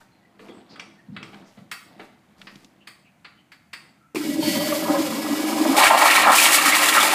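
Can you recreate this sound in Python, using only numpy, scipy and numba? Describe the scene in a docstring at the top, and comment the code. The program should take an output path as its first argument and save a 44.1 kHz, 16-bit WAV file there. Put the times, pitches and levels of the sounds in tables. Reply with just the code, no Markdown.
"""Flushing a restroom toilet

Someone pushes into a tiled stall: door and metal fittings knock as decaying noise bands, shoes scuff and squeak.
A flush valve snaps open; a submerged jet drones in the china bowl, made of many short damped sines (bubbles),
under the hiss of the valve, which is coloured noise.
The bowl empties, the siphon gulps air, and the bared jet splashes loudly close to the microphone."""
import sys
import numpy as np
from scipy import signal
from scipy.fft import rfft, irfft
from scipy.io import wavfile
from scipy.ndimage import uniform_filter1d, minimum_filter1d
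from numba import njit

SR = 44100
rng = np.random.default_rng(int(sys.argv[2]) if len(sys.argv) > 2 else 0)


def int16_out(signal):
    """Quantize to a 16-bit WAV file."""
    q = np.round(np.clip(np.atleast_2d(signal).T, -1, 1) * 32767)
    wavfile.write(sys.argv[1], SR, q.astype(np.int16))


N = 314874
TIME = np.arange(N) / SR
TOP_HZ = 15250  # bubbles stay below this pitch, and the final mix is cut above it

# the valve cracks open, is fully open, and the siphon breaks (seconds)
OPEN_S, FULL_S, SIPHON_S = 4.147, 4.4, 5.768
# the first rush of pressure dies away; the water over the jet thins out (time constants in seconds)
SETTLE_S, SHALLOW_S = 0.19, 0.22
ROOM_T60_S, ROOM_TREBLE_T60_S = 0.49, 0.53  # time for the echo to fall 60 dB


def undb(db):
    """Decibels to gain."""
    return 10 ** (np.asarray(db) / 20)


def unit(x):
    """Scale to rms 1."""
    return x / np.sqrt(np.mean(x ** 2) + 1e-20)


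def noise_burst(t):
    """White noise, one sample for each moment in t."""
    return rng.standard_normal(len(t))


def after(s, rise_s):
    """A gate that opens at a given time."""
    return np.clip((TIME - s) / rise_s, 0, 1)


def fade(t, t60):
    """Free decay: 60 dB down after t60 seconds."""
    return np.exp(-np.log(1000) * t / max(t60, 1e-3))


def swell(s, length, rise_s, fall_s):
    """An envelope that rises, holds until its length is over, then dies away."""
    fall = np.exp(-np.maximum(TIME - s - length, 0) / max(fall_s, 1e-3))
    return after(s, max(rise_s, 1e-3)) * fall


def hump(s, width_s):
    """A smooth rise and fall around a crest."""
    return np.exp(-((TIME - s) / width_s) ** 2)


def add(out, s, x):
    """Mix a sound in at a given time."""
    i = max(int(s * SR), 0)
    out[i:i + len(x)] += x[:max(N - i, 0)]


def walk(rate):
    """Smooth random wavering with rms 1, drawn anew about rate times a second."""
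    k = max(int(SR / rate), 2)
    steps = rng.standard_normal(N)[np.arange(N) // k]
    return unit(uniform_filter1d(steps, k))


def colour(x, points, modes=(), size=8192):
    """Causal filter: a smooth spectrum with resonances raised on it; rms 1 out."""
    f = np.maximum(np.fft.rfftfreq(size, 1 / SR), 1)
    hz, db = np.transpose(points)
    outside = np.abs(np.log(f / np.clip(f, hz[0], hz[-1])))
    curve = np.interp(np.log(f), np.log(hz), db) - 20 * outside
    for centre, width, lift in modes:
        curve = curve + lift / (1 + (2 * (f - centre) / width) ** 2)
    # folding the cepstrum gives a filter that answers at once (minimum phase)
    cepstrum = irfft(np.log(undb(curve)))[:size // 2]
    cepstrum[0] = 0
    response = irfft(np.exp(rfft(2 * cepstrum, size)))[:size // 2]
    return unit(signal.oaconvolve(x, response)[:len(x)])


def band(x, hz, spread):
    """Band-pass reaching a factor 1 + spread to each side; rms 1 out."""
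    edges = [hz / (1 + spread), min(hz * (1 + spread), SR / 2 - 100)]
    return unit(signal.sosfilt(signal.butter(2, edges, "band", fs=SR, output="sos"), x))


@njit
def ring(starts, hz, cycles, sizes, glide):
    """Each bubble is a damped sine; a positive glide raises its pitch as it nears the surface."""
    out = np.zeros(N)
    for k in range(len(starts)):
        life = cycles[k] * SR / hz[k]  # in samples
        turn = 2 * np.pi * hz[k] / SR
        z = sizes[k] + 0j
        step = np.exp(1j * turn - 5 / life)
        bend = np.exp(1j * turn * glide / life)
        for i in range(starts[k], min(starts[k] + int(life), N)):
            out[i] += z.imag
            z, step = z * step, step * bend
    return out


def bubbles(centre_hz, octaves, cycles, scatter_db, glide, count):
    """A cloud of count bubbles a second around a pitch; scatter makes most small and a few large."""
    place, pitch, life, size = rng.random((count * N // SR, 4)).T
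    starts = (place * N).astype(np.int64)
    centres = (centre_hz * np.ones(N))[starts]
    hz = np.minimum(centres * 2 ** (octaves * (2 * pitch - 1)), TOP_HZ)
    sizes = undb(-scatter_db * np.log(size + .01))
    return unit(ring(starts, hz, cycles * (.5 + life), sizes, float(glide)))


def tiles(x, wet_db):
    """Hard walls close by: a dense echo whose low and high bands each die at their own rate."""
    t = TIME[:SR]
    low = band(noise_burst(t), 705, 2.15) * fade(t, ROOM_T60_S)
    high = band(noise_burst(t), 10200, 2.06) * fade(t, ROOM_TREBLE_T60_S)
    tail = unit((low + 2.57 * high) * np.clip(t / 0.01, 0, 1)) / np.sqrt(SR)
    return x + undb(wet_db) * signal.oaconvolve(x, tail)[:N]


# Tone of the ventilation. Each row: frequency in Hz, level in dB.
AIR_COLOUR = [(30, -28), (70, -8), (130, 0.5), (220, 1.5), (330, -7), (450, -26), (650, -13.5),
              (1000, -16.5), (2200, -15.5), (4500, -35), (6500, -27), (15000, -34.5)]


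def ventilation(level_db=-62.5):
    """Moving air makes a low noise whose level wavers gently."""
    return undb(level_db + walk(3.55)) * colour(rng.standard_normal(N), AIR_COLOUR)


# Soft bumps of hand and feet. Each row: start in seconds, level in dB, pitch in Hz, 60 dB decay in seconds.
SOFT_BUMPS = [(.395, -51, 290, 0.69), (0.486, -40.5, 320, 0.26), (.52, -47, 475, 0.17),
              (1.082, -35, 162, 0.37), (1.113, -39, 170, .3), (1.16, -43, 157, 0.59), (1.2, -49, 300, 0.5),
              (1.335, -41, 230, 0.25), (1.573, -44.5, 163, 0.46), (1.614, -45, 199, 0.095),
              (1.994, -41.5, 275, 0.24), (2.555, -30, 170, 0.034), (2.646, -38, 199, 0.033)]
# Faint thin tones and short scrapes.
# Each row: start in seconds, length in seconds, pitch in Hz, level in dB, width relative to the pitch.
FAINT_TONES = [(0.005, 0.021, 990, -51.5, 0.65), (0.106, 0.089, 4170, -70.5, 0.016),
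               (0.206, 0.074, 1970, -63, 0.023), (0.492, 0.031, 3330, -52, .03),
               (0.517, 0.1, 7950, -67, 0.05), (0.686, 0.077, 4530, -53.5, 0.15),
               (0.975, 0.053, 1800, -57.5, .06), (1.444, 0.076, 5370, -62.5, 0.24),
               (2.37, 0.043, 4770, -67, .1), (2.798, 0.048, 2840, -60, .08), (3.038, 0.067, 2500, -59, .1),
               (3.366, 0.057, 2970, -62, .06), (3.977, 0.11, 1330, -62, 0.044)]
# Shoes shuffle on the tiles. Each row: start in seconds, length in seconds, level in dB.
SHOE_SHUFFLES = [(0.25, 0.1, -62), (0.397, 0.19, -51.5), (0.68, 0.13, -51), (1.11, 0.32, -53),
                 (1.835, 0.16, -54.5), (2.35, 0.12, -55.5), (3.047, 0.03, -78), (3.31, 0.05, -71),
                 (3.74, 0.16, -61.5)]
# Sleeves rustle. Each row: start in seconds, length in seconds, level in dB.
SLEEVE_RUSTLES = [(0.0, 0.019, -60), (0.396, 0.1, -62.5), (1.24, 0.16, -64.5), (1.464, 0.15, -66.5),
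                  (1.987, 0.066, -61), (2.378, 0.27, -62.5)]


def movement(grit_db=-62, cloth_db=-79):
    """Bumps, thin tones and scrapes are bands of noise; shoes and sleeves are clouds of tiny damped sines."""
    out, t = np.zeros(N), TIME[:SR // 2]
    for s, db, hz, t60 in SOFT_BUMPS:
        thud = band(band(noise_burst(t), hz, 0.54), hz, 0.54)
        add(out, s, undb(db) * thud * fade(t, t60) * np.minimum(t / 0.003, 1))
    for s, length, hz, db, width in FAINT_TONES:
        arch = np.sin(np.pi * np.minimum(t / length, 1))
        add(out, s, undb(db) * band(noise_burst(t), hz, width) * arch)
    grit = bubbles(1320, octaves=2.066, cycles=10.3, scatter_db=4.0, glide=0, count=4000)
    grit_colour = [(200, 15), (450, -8.5), (650, 1), (1200, -2), (2200, -1), (4500, 0.5), (7000, -12.0)]
    grit = colour(grit, grit_colour)  # (Hz, dB)
    cloth = bubbles(5300, octaves=0.83, cycles=1.2, scatter_db=1.5, glide=0, count=3000)
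    scuff = sum(undb(db) * swell(s, length, 0.047, 0.089) for s, length, db in SHOE_SHUFFLES)
    rustle = sum(undb(db) * swell(s, length, 0.0067, 0.023) for s, length, db in SLEEVE_RUSTLES)
    # a faint stir goes on, then fades as the person comes to stand still at the bowl
    walking = swell(0, 2.7, 0.0036, 1.0)
    scuff = np.hypot(scuff, undb(grit_db) * walking)
    rustle = np.hypot(rustle, undb(cloth_db) * walking)
    return out + scuff * grit + rustle * cloth


# Knocks of door, fittings and shoes. Each row: start in seconds, level in dB, main pitch in Hz,
# brightness in dB, 60 dB decay in seconds, contact time in seconds.
DOOR_KNOCKS = [(0.393, -45, 530, -17, 0.16, 0.0016), (0.485, -41, 993, -32, 0.046, 0.0015),
               (0.758, -40, 1350, -21, 0.075, 0.002), (0.796, -28.5, 2440, -21, 0.05, 0.0025),
               (1.165, -26, 1440, -47, 0.053, 0.0027), (1.229, -33.5, 2400, -16, 0.051, 0.0012),
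               (1.331, -43.5, 800, -36, 0.13, 0.0022), (1.574, -48.5, 600, -25, 0.16, 0.0016),
               (1.714, -28.5, 2240, 1, 0.13, 0.0024), (1.995, -38.5, 720, -43, 0.18, 0.0025),
               (2.47, -36.5, 2100, -39, 0.11, 0.0025), (2.872, -36, 2050, -2.5, 0.11, 0.0032),
               (3.246, -36, 1920, -28, 0.11, 0.0052), (3.519, -42, 2040, -7, 0.12, 0.0011),
               (3.731, -27.5, 2100, -8.5, 0.086, 0.0048), (4.158, -30, 2440, 10, 0.018, 0.0012)]
# Tone of the clack. Each row: frequency in Hz, level in dB.
CLACK_COLOUR = [(100, -10.5), (300, -3), (700, -1.5), (1300, 9), (2100, 7), (3400, 2), (4700, -5),
                (6000, -57), (9000, -19), (15000, -71)]
# Ringing of the steel fitting. Each row: frequency in Hz, level in dB, 60 dB decay in seconds.
STEEL_MODES = [(1988, -6, 0.12), (2210, -2, 0.089), (3400, 3.5, 0.047), (4570, -5.5, 0.17),
               (6700, -8, 0.077), (7750, -7, 0.13), (8940, -7, 0.17), (11300, -31, 0.1), (14950, -20, 0.13)]


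def knocks(metal_db=-10, metal_slope=0.27, overtone=2.234, overtone_db=-11):
    """Panel and latch clatter briefly; the steel fitting rings on, its modes smeared by its loose seat."""
    out, t = np.zeros(N), TIME[:SR // 2]
    for s, db, hz, bright_db, t60, contact_s in DOOR_KNOCKS:
        noise = noise_burst(t)
        clack = undb(-3.5) * (colour(noise, CLACK_COLOUR) + band(noise_burst(t), hz, 0.21))
        clack = clack + undb(bright_db - 12.5) * band(noise, 9800, 0.51)
        clack = clack + undb(overtone_db) * band(noise_burst(t), overtone * hz, 0.097)
        # dull contacts wake the high modes less
        hardness_db = metal_slope * min(bright_db - 1, 0)
        metal = 0
        for mode_hz, mode_db, life in STEEL_MODES:
            gain = undb(mode_db + hardness_db * np.log2(mode_hz / 1900))
            metal = metal + gain * band(noise, mode_hz, 0.018) * fade(t, life)
        contact = np.minimum(t / max(contact_s, 1e-4), 1)
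        add(out, s - .001, undb(db) * contact * (clack * fade(t, t60) + undb(metal_db) * metal))
    return out


# Fingers tap on the microphone's housing.
# Each row: start in seconds, level in dB, pitch in Hz, 60 dB decay in seconds.
FINGER_TAPS = [(1.344, -42.5, 2050, .032), (2.4155, -37.5, 2250, .036), (2.5562, -41.5, 3100, .028),
               (2.6462, -44.5, 3400, .026)]


def ticks():
    """Taps on the housing are short noise bands that never reach the room, so they stay dry."""
    out, t = np.zeros(N), TIME[:SR // 8]
    for s, db, hz, t60 in FINGER_TAPS:
        add(out, s, undb(db) * band(noise_burst(t), hz, 0.61) * fade(t, t60))
    return out


def rush(hold_s=0.043):
    """The burst of pressure as the valve opens fully, 0-1."""
    return swell(FULL_S, hold_s, 0.037, SETTLE_S)


def shallow():
    """How bare the jet lies as the bowl empties, 0-1."""
    return np.exp(np.minimum(TIME - SIPHON_S, 0) / SHALLOW_S)


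# Tone of the drone. Each row: frequency in Hz, level in dB.
JET_COLOUR = [(40, -72), (80, -30.5), (125, -36.5), (200, -21), (270, -3), (320, 5), (360, -18), (450, -17),
              (600, -76)]
# Low modes of the filled bowl and trap. Each row: frequency in Hz, width in Hz, lift in dB.
BOWL_TRAP_MODES = [(160.4, 4.9, 11), (219.3, 10.1, 16.5), (303, 28, 3.5), (403, 20, 10.5)]
# The water heaves over the jet. Each row: time of the crest in seconds, lift in dB.
WATER_HEAVES = [(4.295, 6), (4.355, 2), (4.39, 9.5), (4.484, 10.5), (4.576, 8), (4.68, 5.5), (4.911, 10.5),
                (5.006, 11), (5.317, 9), (5.44, 5), (5.53, 2), (5.615, 7), (5.699, 7), (6.29, 9), (6.68, 8)]


def drone(throb_db=0.8, body_db=-28.5, shallow_db=9, drained_db=-15, heave_width_s=0.017,
          rumble_db=-44, rush_db=10, ebb_db=-9, ebb_s=5.28, deep_hz=270, shallow_octaves=1.0):
    """The turbulent jet shakes the water and the low modes of bowl and trap; the drain rumbles below."""
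    # louder and higher as the water thins, weak once the bowl has drained
    drained = after(SIPHON_S - .05, 0.099)
    depth_db = shallow_db * shallow() + drained_db * drained
    hz = deep_hz * 2 ** (shallow_octaves * shallow() * (1 - drained))
    body = bubbles(hz, octaves=0.84, cycles=1.92, scatter_db=2, glide=0.077, count=1500)
    body = colour(body, JET_COLOUR, BOWL_TRAP_MODES)
    # steady supply pressure holds the power even from moment to moment
    body = body / np.sqrt(uniform_filter1d(body ** 2, int(0.061 * SR)) + 1e-3)
    heave_db = sum(db * hump(s, heave_width_s) for s, db in WATER_HEAVES)
    body = body * undb(body_db + heave_db + depth_db + throb_db * walk(45))
    rumble_colour = [(30, -33), (70, -35), (105, -6), (155, -7), (172, 5.5), (190, 1.5), (300, -45)]
    rumble = colour(rng.standard_normal(N), rumble_colour)  # (Hz, dB)
    rumble = rumble * undb(rumble_db + rush_db * rush() + ebb_db * after(ebb_s, 0.14))
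    return (body + rumble) * after(OPEN_S, 0.0035)


# Tone of the gurgling pipe. Each row: frequency in Hz, level in dB.
GURGLE_COLOUR = [(300, -16), (400, -8), (470, -12), (560, 0.5), (720, -3), (1000, 1), (1280, -0.5),
                 (1450, -3.5), (2200, -4.5)]
# Ringing of the supply pipe. Each row: frequency in Hz, width in Hz, lift in dB.
PIPE_MODES = [(397, 21, 7), (551, 22, 5), (779, 19, 13), (984, 45, 5), (1026, 25, 4), (1242, 48, 6)]
# Tone of the hiss. Each row: frequency in Hz, level in dB.
VALVE_COLOUR = [(700, -35), (1500, 0.5), (2800, 5), (4000, 4), (5100, 6.5), (5800, 0.5), (7500, 2.5),
                (10500, -1), (13000, -1), (15500, -6.5)]
# Resonances in the hiss. Each row: frequency in Hz, width in Hz, lift in dB.
VALVE_MODES = [(1676, 20, 13.5), (1950, 42, 12), (2234, 150, 9.5), (2887, 33, 7.5), (3400, 240, 1),
               (5200, 180, 1)]
# first-crack level, lift when fully open, lift with the bowl nearly empty (dB)
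HISS_DB, HISS_OPEN_DB, HISS_BARE_DB = -38, 4, 5
GURGLE_DB, GURGLE_OPEN_DB, GURGLE_BARE_DB = -44.5, 10.5, 8.5


def valve(rush_db=6.5, boil_db=8.5, boil_s=4.92, boil_width_s=0.069, masked_db=-6):
    """Water forced through the valve hisses and gurgles, until the open jet takes over."""
    gurgle = bubbles(788, octaves=1.175, cycles=22.0, scatter_db=1.0, glide=0.052, count=600)
    gurgle = colour(gurgle, GURGLE_COLOUR, PIPE_MODES)
    hiss = colour(rng.standard_normal(N), VALVE_COLOUR, VALVE_MODES) * undb(1.5 * walk(60))
    # both grow with the opening and as the bowl empties; the gurgle boils up once on the way
    gurgle_db = GURGLE_DB + GURGLE_OPEN_DB * after(FULL_S - .05, 0.26) + GURGLE_BARE_DB * shallow()
    gurgle_db = gurgle_db + boil_db * hump(boil_s, boil_width_s)
    hiss_db = HISS_DB + HISS_OPEN_DB * after(FULL_S, 0.064) + HISS_BARE_DB * shallow()
    hiss_db = hiss_db + rush_db * rush()
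    flow = gurgle * undb(gurgle_db) + hiss * undb(hiss_db)
    return flow * after(OPEN_S, 0.00088) * undb(masked_db * after(SIPHON_S, 0.1))


# Clunks of the valve and slaps of water. Each row: time in seconds, level in dB, pitch in Hz.
WATER_SLAPS = [(4.148, -17.5, 370), (4.158, -22, 2340), (4.16, -14.5, 385), (4.213, -30.5, 1460),
               (4.425, -24, 930), (4.676, -24, 566), (4.724, -16.5, 1170), (5.65, -11.5, 604),
               (5.772, -4, 830), (5.809, -4, 950), (5.903, -3.5, 970), (6.023, -3, 890),
               (6.121, -8.5, 2380), (6.271, -1.5, 797), (6.283, -4, 850), (6.385, -6, 2480),
               (6.453, -8, 3030), (6.585, -12, 1170), (6.66, -9, 1220), (6.724, -9, 2190),
               (6.981, -5, 1270), (7.009, -11, 3400)]


def slaps(t60=0.085, rise_s=.002):
    """Valve clunks, water hitting china and bursting air pockets: a short dull note with a wet smack."""
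    out, t = np.zeros(N), TIME[:SR // 4]
    for s, db, hz in WATER_SLAPS:
        note = band(noise_burst(t), hz, 0.076)
        smack = undb(-13) * band(noise_burst(t), 2 * hz, 0.55)
        envelope = fade(t, t60) * np.minimum(t / rise_s, 1)
        add(out, s - rise_s, undb(db - 3.5) * (note + smack) * envelope)
    return out


def pipe_song(waver=0.018, song_db=-29.5, top_hz=598, crest_s=4.65, sag_hz_per_s2=270):
    """The supply pipe sings a rough, wavering note that rises to a crest and sinks as the pressure drops."""
    hz = top_hz - sag_hz_per_s2 * np.minimum((TIME - crest_s) ** 2, 0.3)
    phase = 2 * np.pi * np.cumsum(hz * (1 + waver * walk(40))) / SR
    song = unit(walk(90) * np.sin(phase) + walk(90) * np.cos(phase))
    return song * undb(song_db) * swell(4.195, 0.82, 0.39, 0.1)


# Whistling notes of the valve seat. Each row: pitch in Hz, level in dB relative to one another.
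SEAT_NOTES = [(3142, 9), (3380, -9), (4362, 5), (4537, 12), (4676, -12)]


def whistle(whistle_db=-32.5, fizz_db=-42):
    """The valve seat whistles a few thin, unsteady notes at full flow, with a fine high fizz."""
    notes = sum(undb(db) * band(rng.standard_normal(N), hz, .004) for hz, db in SEAT_NOTES)
    fizz = band(rng.standard_normal(N), 12700, 0.13)
    return unit(notes) * undb(whistle_db) * rush(hold_s=0.12) + fizz * undb(fizz_db) * rush(hold_s=0.38)


# The trap gulps air and chokes the jet. Each row: start in seconds, length in seconds, level in dB,
# first pitch in Hz, how far the spray is choked in dB (negative lifts it).
AIR_GULPS = [(5.726, 0.037, -23.5, 715, -2), (5.78, 0.061, -19.5, 910, -1.5), (5.896, 0.07, -17.5, 960, 9),
             (5.996, 0.068, -16.5, 1040, 4.5), (6.175, 0.012, -16.5, 1140, -1.5),
             (6.233, 0.06, -11.5, 1220, 4), (6.317, 0.021, -18.5, 1400, 0.5),
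             (6.942, 0.031, -18, 1310, 0.5)]


def gulping(churn_db=-26, churn_hz=1060, sag_oct_per_s=5.7, rise_s=0.0037, fall_s=0.023):
    """Gulps stand out of the churning and sink in pitch as the air pocket grows: gain, pitch Hz, choke dB."""
    gain = undb(churn_db) * after(SIPHON_S, 0.02)
    hz, choke_db = np.full(N, float(churn_hz)), 0
    for s, length, db, first_hz, choked_db in AIR_GULPS:
        shape = swell(s, length, rise_s, fall_s)
        gain = np.hypot(gain, undb(db) * shape)
        sinking_hz = first_hz * 2 ** (-sag_oct_per_s * np.clip(TIME - s, 0, length))
        hz = hz + shape * (sinking_hz - hz)
        choke_db = choke_db + choked_db * shape
    return gain, hz, choke_db


def spatter(per_s, t60):
    """Drops land in random volleys: a train of sharp rises and quick decays; mean 1."""
    volleys = (rng.random(N) < per_s / SR) * rng.exponential(size=N)
    envelope = signal.oaconvolve(volleys, fade(TIME[:SR // 10], t60))[:N]
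    return envelope / envelope.mean()


# The open jet surges against the china.
# Each row: start in seconds, length in seconds, splash lift in dB, spray lift in dB.
JET_SURGES = [(5.818, 0.06, 5.5, -2), (5.97, 0.14, 2.5, 4), (6.073, 0.12, 5, -0.5), (6.218, 0.037, 6.5, -4),
              (6.346, 0.13, 4, 6), (6.515, 0.056, 1.5, 4.5), (6.569, 0.024, 5.5, -1),
              (6.65, 0.049, 3.5, 3.5), (6.706, 0.045, 5, -4), (6.955, 0.046, 1.5, -1),
              (7.105, 0.05, -0.5, -1)]
# The empty china bowl rings. Each row: frequency in Hz, width in Hz, lift in dB.
CHINA_MODES = [(608, 33, 2), (701, 15, -0.5), (810, 12, 1), (874, 25, 3), (977, 41, -4), (1037, 12, 5.5),
               (1114, 23, 1.5), (1382, 68, 6.5), (1454, 120, -10.5), (1602, 19, 2.5), (1877, 120, 7),
               (2120, 84, -6), (2245, 170, 8), (2777, 100, 6)]
# Tone of the splashes. Each row: frequency in Hz, level in dB.
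SPLASH_TONE = [(500, -3.5), (1200, -2), (2300, 3.5), (3200, 2), (4500, 2), (6000, -22), (9000, -30)]
# Tone of the fine spray. Each row: frequency in Hz, level in dB.
SPRAY_TONE = [(3000, -1), (6000, -6.5), (7500, -1), (10500, -1), (12000, -3.5), (14000, -2.5), (15500, -5)]


def open_jet(splash_db=-22, spray_db=-23, surge_db=1.85, flutter_db=0.54, volley=0.4, splash_choke=0.31):
    """Big air pockets gulp in the trap; the jet breaks into bubbly splashes and fine spray that surge."""
    gulp_gain, gulp_hz, choke_db = gulping()
    splash_db, spray_db = splash_db - splash_choke * choke_db, spray_db - choke_db
    for s, length, splash_lift_db, spray_lift_db in JET_SURGES:
        shape = swell(s, length, 0.0095, 0.0071)
        splash_db = splash_db + splash_lift_db * shape
        spray_db = spray_db + spray_lift_db * shape
    gulps = bubbles(gulp_hz, octaves=0.55, cycles=6.2, scatter_db=3, glide=0.36, count=700)
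    gulps = colour(gulps, [(400, -16), (600, 0.5), (1300, 4.5), (2500, 0.0)], CHINA_MODES)
    splash = bubbles(2710, octaves=1.25, cycles=15.8, scatter_db=2.5, glide=0.081, count=3000)
    splash = colour(splash, SPLASH_TONE, CHINA_MODES)
    spray = bubbles(8740, octaves=1.0, cycles=3.4, scatter_db=0, glide=.05, count=14000)
    spray = colour(spray, SPRAY_TONE)
    spray = spray * (1 - volley + volley * spatter(per_s=160, t60=0.11))
    bared = after(SIPHON_S - .005, 0.0068)
    layers = (gulps * gulp_gain, splash * undb(splash_db) * bared, spray * undb(spray_db) * bared)
    # each layer flutters on its own, then all waver together
    return sum(x * undb(flutter_db * walk(110)) for x in layers) * undb(surge_db * walk(55))


# Soft low thumps under the splashing. Each row: time of the crest in seconds, level in dB.
LOW_THUMPS = [(5.82, -60), (5.865, -48), (6.095, -54), (6.245, -47), (6.585, -53), (6.72, -61),
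              (7.005, -54)]


def thumps(width_s=0.024):
    """Brief soft low thumps under the splashing: low noise shaped into smooth humps."""
    humps = sum(undb(db) * hump(s, width_s) for s, db in LOW_THUMPS)
    return humps * band(rng.standard_normal(N), 55, 0.74)


def scene():
    """The bowl is close; door and shoes are heard more through the room."""
    person = tiles(knocks() + movement(), wet_db=-4.5)
    water = tiles(valve() + slaps() + pipe_song() + whistle() + open_jet(), wet_db=-8)
    return (ventilation() + person + ticks() + drone() + water + thumps())[None]


def record(dry, ceiling=0.85, hold_s=0.0065):
    """A fast limiter dips the whole level around peaks above the ceiling, and the top is cut."""
    size = max(int(hold_s * SR), 2)
    needed = ceiling / np.maximum(np.abs(dry), ceiling)
    gain = uniform_filter1d(minimum_filter1d(needed, size), size)
    return signal.sosfilt(signal.ellip(10, .2, 80, TOP_HZ, fs=SR, output="sos"), dry * gain)


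dry = scene()
out = record(dry)
int16_out(out)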